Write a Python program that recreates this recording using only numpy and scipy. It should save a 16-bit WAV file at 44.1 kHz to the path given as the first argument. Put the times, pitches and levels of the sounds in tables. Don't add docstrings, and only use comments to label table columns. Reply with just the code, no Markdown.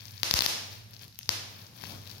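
import sys
import numpy as np
from scipy import signal
from scipy.fft import rfft, irfft
from scipy.io import wavfile
from scipy.ndimage import uniform_filter1d, minimum_filter1d

SR = 44100
rng = np.random.default_rng(int(sys.argv[2]) if len(sys.argv) > 2 else 0)


def transcribe(signal):
    frames = np.atleast_2d(signal).T
    limited = np.clip(frames, -1, 1)
    pcm = np.round(limited * 32767).astype(np.int16)
    wavfile.write(sys.argv[1], SR, pcm)


N = 97020

# time in seconds, then levels in dB of mains hum, tone above it, rubbing.
LOW_LEVELS = [(0.0, -64, -56, -59.5), (0.14, -50, -56, -61.5), (0.32, -58.5, -58, -68),
              (0.6, -57, -71, -57.5), (0.72, -50.5, -57, -59), (0.81, -59, -53, -65),
              (1.08, -58.5, -61.5, -58), (1.16, -80, -63.5, -83), (1.3, -50, -55, -59),
              (1.64, -57.5, -65, -55.5), (1.68, -74, -59, -60), (1.95, -49.5, -65, -44),
              (2.02, -52, -57, -54), (2.2, -57.5, -63.5, -53.5)]


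def amp(db):
    return 10 ** (np.asarray(db) / 20)


def unit_rms(x):
    return x / np.sqrt(np.mean(x ** 2) + 1e-20)


def at_hz(points, hz):
    f, value = np.transpose(points)
    return np.interp(np.log(hz + 1), np.log(f + 1), value)


def envelope(rows, column=1):
    rows = np.array(rows)
    return amp(np.interp(np.arange(N) / SR, rows[:, 0], rows[:, column]))


def add(mix, start_s, sound):
    part = mix[round(start_s * SR):][:len(sound)]
    part += sound[:len(part)]


def ring(hz, width_hz, rise_s=.00008):
    t = np.arange(256) / SR
    wave = np.sin(2 * np.pi * hz * t) * np.exp(-np.pi * width_hz * t) * (1 - np.exp(-t / rise_s))
    return wave / abs(wave).max()


def snap(hz):
    return ring(hz, width_hz=4200, rise_s=.00018)


def diffuse_noise(spectrum):
    # frequency in Hz, left-right likeness from 0 to 1.
    coherence = [(60, 1), (200, 1), (650, .1), (1500, 0.01)]
    hz = np.fft.rfftfreq(N, 1 / SR)
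    left, other = rfft(rng.standard_normal((2, N)))
    alike = at_hz(coherence, hz)
    right = alike * left + np.sqrt(1 - alike ** 2) * other
    return unit_rms(irfft(np.array([left, right]) * amp(at_hz(spectrum, hz)), N))


def close_left(x, scatter_db):
    scatter_s, right_lag_s = .0013, .00042
    lag = np.arange(400)
    echoes = rng.standard_normal((2, 400)) * np.exp(-lag / SR / scatter_s) * (lag > 26)
    echoes /= np.linalg.norm(echoes[0])
    left, right = x + amp(scatter_db) * signal.oaconvolve(x[None], echoes, axes=1)[:, :N]
    dull = signal.lfilter(*signal.butter(1, 2490, fs=SR), right)
    return np.array([left, amp(-12) * np.pad(dull, (round(right_lag_s * SR), 0))[:N]])


def room_air():
    # frequency in Hz, relative noise density in dB.
    spectrum = [(18, -45), (30, 9.5), (109, -1), (229, -4), (314, -24.5), (1000, -21.5), (4900, -15.5),
                (8310, -28.5), (13400, -19), (16500, -37)]
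    return amp(-56.5) * diffuse_noise(spectrum)


def hum():
    mains_hz, upper_hz = 98.4, 114
    wander_s, wander_rad, right_lag_s = .15, .6, .00077
    t = np.arange(N) / SR
    drift = unit_rms(signal.lfilter(*signal.butter(2, 1 / wander_s, fs=SR), rng.standard_normal(N)))
    upper = np.sin(2 * np.pi * (upper_hz * t + rng.random()) + wander_rad * drift)
    mains = np.sin(2 * np.pi * (mains_hz * t + rng.random()))
    tones = np.sqrt(2) * (envelope(LOW_LEVELS, 1) * mains + envelope(LOW_LEVELS, 2) * upper)
    return np.array([tones, amp(2.5) * np.interp(t - right_lag_s, t, tones)])


def reverb(send):
    # frequency in Hz, seconds to fall by 60 dB.
    decay = [(150, 1.35), (400, 0.97), (1040, 0.76), (2760, 0.77), (7280, 0.65), (14000, 0.45)]
    # frequency in Hz, relative level of the reflections in dB.
    colour = [(88, -60), (150, -9.5), (300, -9), (446, -3.5), (1500, -3.5), (5390, 3), (7700, -7),
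              (15100, -15), (17000, -69)]
    build_s = .015
    slots = np.arange(40, 50000, 10)
    arrivals = slots + rng.integers(0, 10, (2, len(slots)))
    taps = np.zeros((2, 50020))
    np.put_along_axis(taps, arrivals, rng.choice([-1., 1.], arrivals.shape), 1)
    hz, t, bands = signal.stft(taps, SR, nperseg=256)
    bands *= amp(at_hz(colour, hz)[:, None] - 60 * t / at_hz(decay, hz)[:, None])
    tail = signal.istft(bands, SR, nperseg=256)[1]
    tail *= 1 - np.exp(-np.arange(tail.shape[1]) / SR / build_s)
    return amp(6.5) * signal.fftconvolve(send[None], tail / np.linalg.norm(tail[0]), axes=1)[:, :N]


def rubbing():
    # frequency in Hz, relative noise density in dB.
    spectrum = [(29, -44), (50, -10.5), (98, -7.5), (156, -6.5), (372, -18), (630, -17.5), (1500, -23.5),
                (3300, -120)]
    return envelope(LOW_LEVELS, 3) * amp([[0], [-4]]) * diffuse_noise(spectrum)


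def crinkle():
    # time in seconds, level of the crinkle in dB.
    squeeze = [(0, -48.5), (.1, -49), (.2, -49), (.5, -58), (.75, -46.5), (.86, -64.5), (0.938, -52.5),
               (0.989, -60.5), (1.021, -44), (1.048, -45), (1.12, -103), (1.22, -81), (1.45, -57),
               (1.6, -47.5), (1.72, -59.5), (1.77, -48.5), (1.84, -43.5), (1.93, -44), (2.02, -52.5),
               (2.1, -45), (2.2, -54)]
    # frequency in Hz, relative level in dB.
    colour = [(1300, -7), (2800, -7), (4300, 4.5), (5900, -4), (7750, -53), (12500, -4), (16000, -6.5)]
    creases_per_s, spread_db = 5500, 3.2
    kicks = amp(spread_db * np.minimum(rng.exponential(1, N), 3.6))
    kicks *= rng.random(N) < creases_per_s / SR
    kicks *= rng.choice([-1, 1], N)
    pitch_index = rng.integers(0, 14, N)
    creases = np.zeros(N)
    for k, hz in enumerate(np.geomspace(1300, 15500, 14)):
        gain = amp(at_hz(colour, hz)) * hz / 5000
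        crease = gain * ring(hz, width_hz=.52 * hz, rise_s=.54 / hz)
        creases += signal.oaconvolve(kicks * (pitch_index == k), crease)[:N]
    level = envelope(squeeze)
    send = amp(-11) * level * unit_rms(np.diff(kicks, prepend=0))
    return close_left(level * unit_rms(creases), scatter_db=-8), send


def fold_clicks():
    # time in seconds, level in dB, ring in Hz, snap relative to the ring in dB.
    folds = [(.0065, -26, 4700, -20), (0.0538, -23, 5600, -7.5), (0.081, -26, 4970, -20),
             (0.108, -30, 5000, -15), (0.119, -50, 1810, 20.5), (0.178, -25.5, 4700, -20),
             (0.198, -29, 4800, -20), (0.7278, -26.5, 5070, -14), (0.908, -39.5, 3800, 5),
             (0.9337, -31.5, 4620, -25), (0.938, -29.5, 5260, -3), (.9468, -35, 5000, -23),
             (0.9646, -27, 4680, -31), (0.9928, -30, 5200, -23), (1.0798, -34, 4900, 1),
             (1.1255, -37.5, 4600, -15), (1.1453, -39, 4970, 1), (1.156, -34, 4750, -16),
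             (1.1886, -22.5, 6200, -35), (1.2102, -34, 2920, -12), (1.23, -24.5, 5140, -17),
             (1.257, -31, 4710, -14), (1.2744, -38, 4640, -2), (1.616, -31.5, 4600, -15),
             (1.6657, -30, 5360, -21), (1.812, -29, 5050, -14), (1.821, -31, 4800, 2),
             (1.8371, -21, 1230, -9), (1.8378, -23, 5070, -20), (1.844, -25.5, 4500, -15),
             (1.854, -25.5, 3240, -18), (1.867, -27, 4980, -4), (1.8795, -39, 5000, 8),
             (1.8949, -29, 4120, 1), (1.907, -28, 4600, -10), (1.9196, -27, 4600, -5),
             (2.0562, -35, 3900, -18), (2.068, -31.5, 3630, -16), (2.0734, -26.5, 4270, -6),
             (2.095, -30, 5300, -6), (2.1009, -27, 4160, -5), (2.1133, -24, 4830, -4.5),
             (2.1492, -33, 4200, -14), (2.1813, -30.5, 4700, -1.5)]
    direct, send = np.zeros((2, N))
    for start, db, hz, snap_db in folds:
        click = ring(hz, width_hz=1600, rise_s=.54 / hz) + amp(snap_db) * snap(12500)
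        add(direct, start + .001008, amp(db) * click)
        add(send, start + .000994, amp(db - 4.5) * np.array([1, -1]))
    return close_left(direct, scatter_db=-8), send


def bubble_pops():
    # start in seconds, level in dB, ring pitch, ring width and snap pitch in Hz,
    # then snap, body, air push and room send in dB relative to that level.
    bubbles = [(0.2324, 3.5, 4380, 2090, 12200, -9.5, -17, -60, -6.5),
               (0.3114, 6, 4650, 1500, 12200, -10.5, -13, -59, -17.5),
               (0.3398, 8.5, 5140, 1710, 11760, -3, -8.5, -17.5, -7.5),
               (0.3908, 11.5, 5030, 1490, 10060, -7.5, -8.5, -53, -55),
               (0.4076, 2, 4300, 754, 10500, -4.5, -7.5, -38, -18),
               (0.4218, -1, 3820, 1500, 14900, 2, -8, -43, -5),
               (0.4629, 7, 4640, 1780, 11850, -4, -12.5, -48, -11.5),
               (1.1899, -27.5, 3170, 594, 12450, 11.5, -11, -45, -7),
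               (1.292, 5, 4870, 1430, 11800, -8, -8.5, -39, -10)]
    push_s, flap_s, wall_s = .002, .0011, .012
    crack, push, send = np.zeros((3, N))
    age = np.arange(2000) / SR / push_s
    puff = np.e * age * np.exp(-age)
    body = ring(1500, width_hz=5800)
    for start, db, hz, width_hz, snap_hz, snap_db, body_db, push_db, room_db in bubbles:
        snap_gain = amp(snap_db)
        burst = ring(hz, width_hz) + snap_gain * snap(snap_hz) + amp(body_db) * body
        add(crack, start, amp(db) * burst)
        add(crack, start + flap_s, amp(db - 19) * ring(hz, width_hz=700))
        add(crack, start + wall_s, amp(db + room_db - 16.5) * burst)
        add(push, start, amp(db + push_db) * puff)
        add(send, start, amp(db + room_db) * np.array([1 + snap_gain, -snap_gain]))
    return close_left(crack, scatter_db=-15) + push * amp([[0], [-14]]), send


def scene():
    direct, sends = zip(bubble_pops(), fold_clicks(), crinkle())
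    return sum(direct) + reverb(sum(sends)) + hum() + room_air() + rubbing()


def record(dry):
    ceiling_db, recover_db_per_s, edge_hz = -1.5, 434, 16300
    mic = signal.sosfilt(signal.butter(4, 72, "high", fs=SR, output="sos"), dry)
    mic -= .53 * signal.lfilter(*signal.iirpeak(8080, Q=2.66, fs=SR), mic)
    over_db = np.maximum(20 * np.log10(abs(mic).max(0) + 1e-9) - ceiling_db, 0)
    recovery_db = np.arange(N) * recover_db_per_s / SR
    gain_db = recovery_db - np.maximum.accumulate(over_db + recovery_db)
    held_db = minimum_filter1d(gain_db, size=41)
    limited = mic * amp(uniform_filter1d(held_db, size=21))
    lowpass = signal.firwin(401, edge_hz, window=("kaiser", 12), fs=SR)
    return signal.oaconvolve(limited, lowpass[None], "same")


dry = scene()
out = record(dry)
transcribe(out)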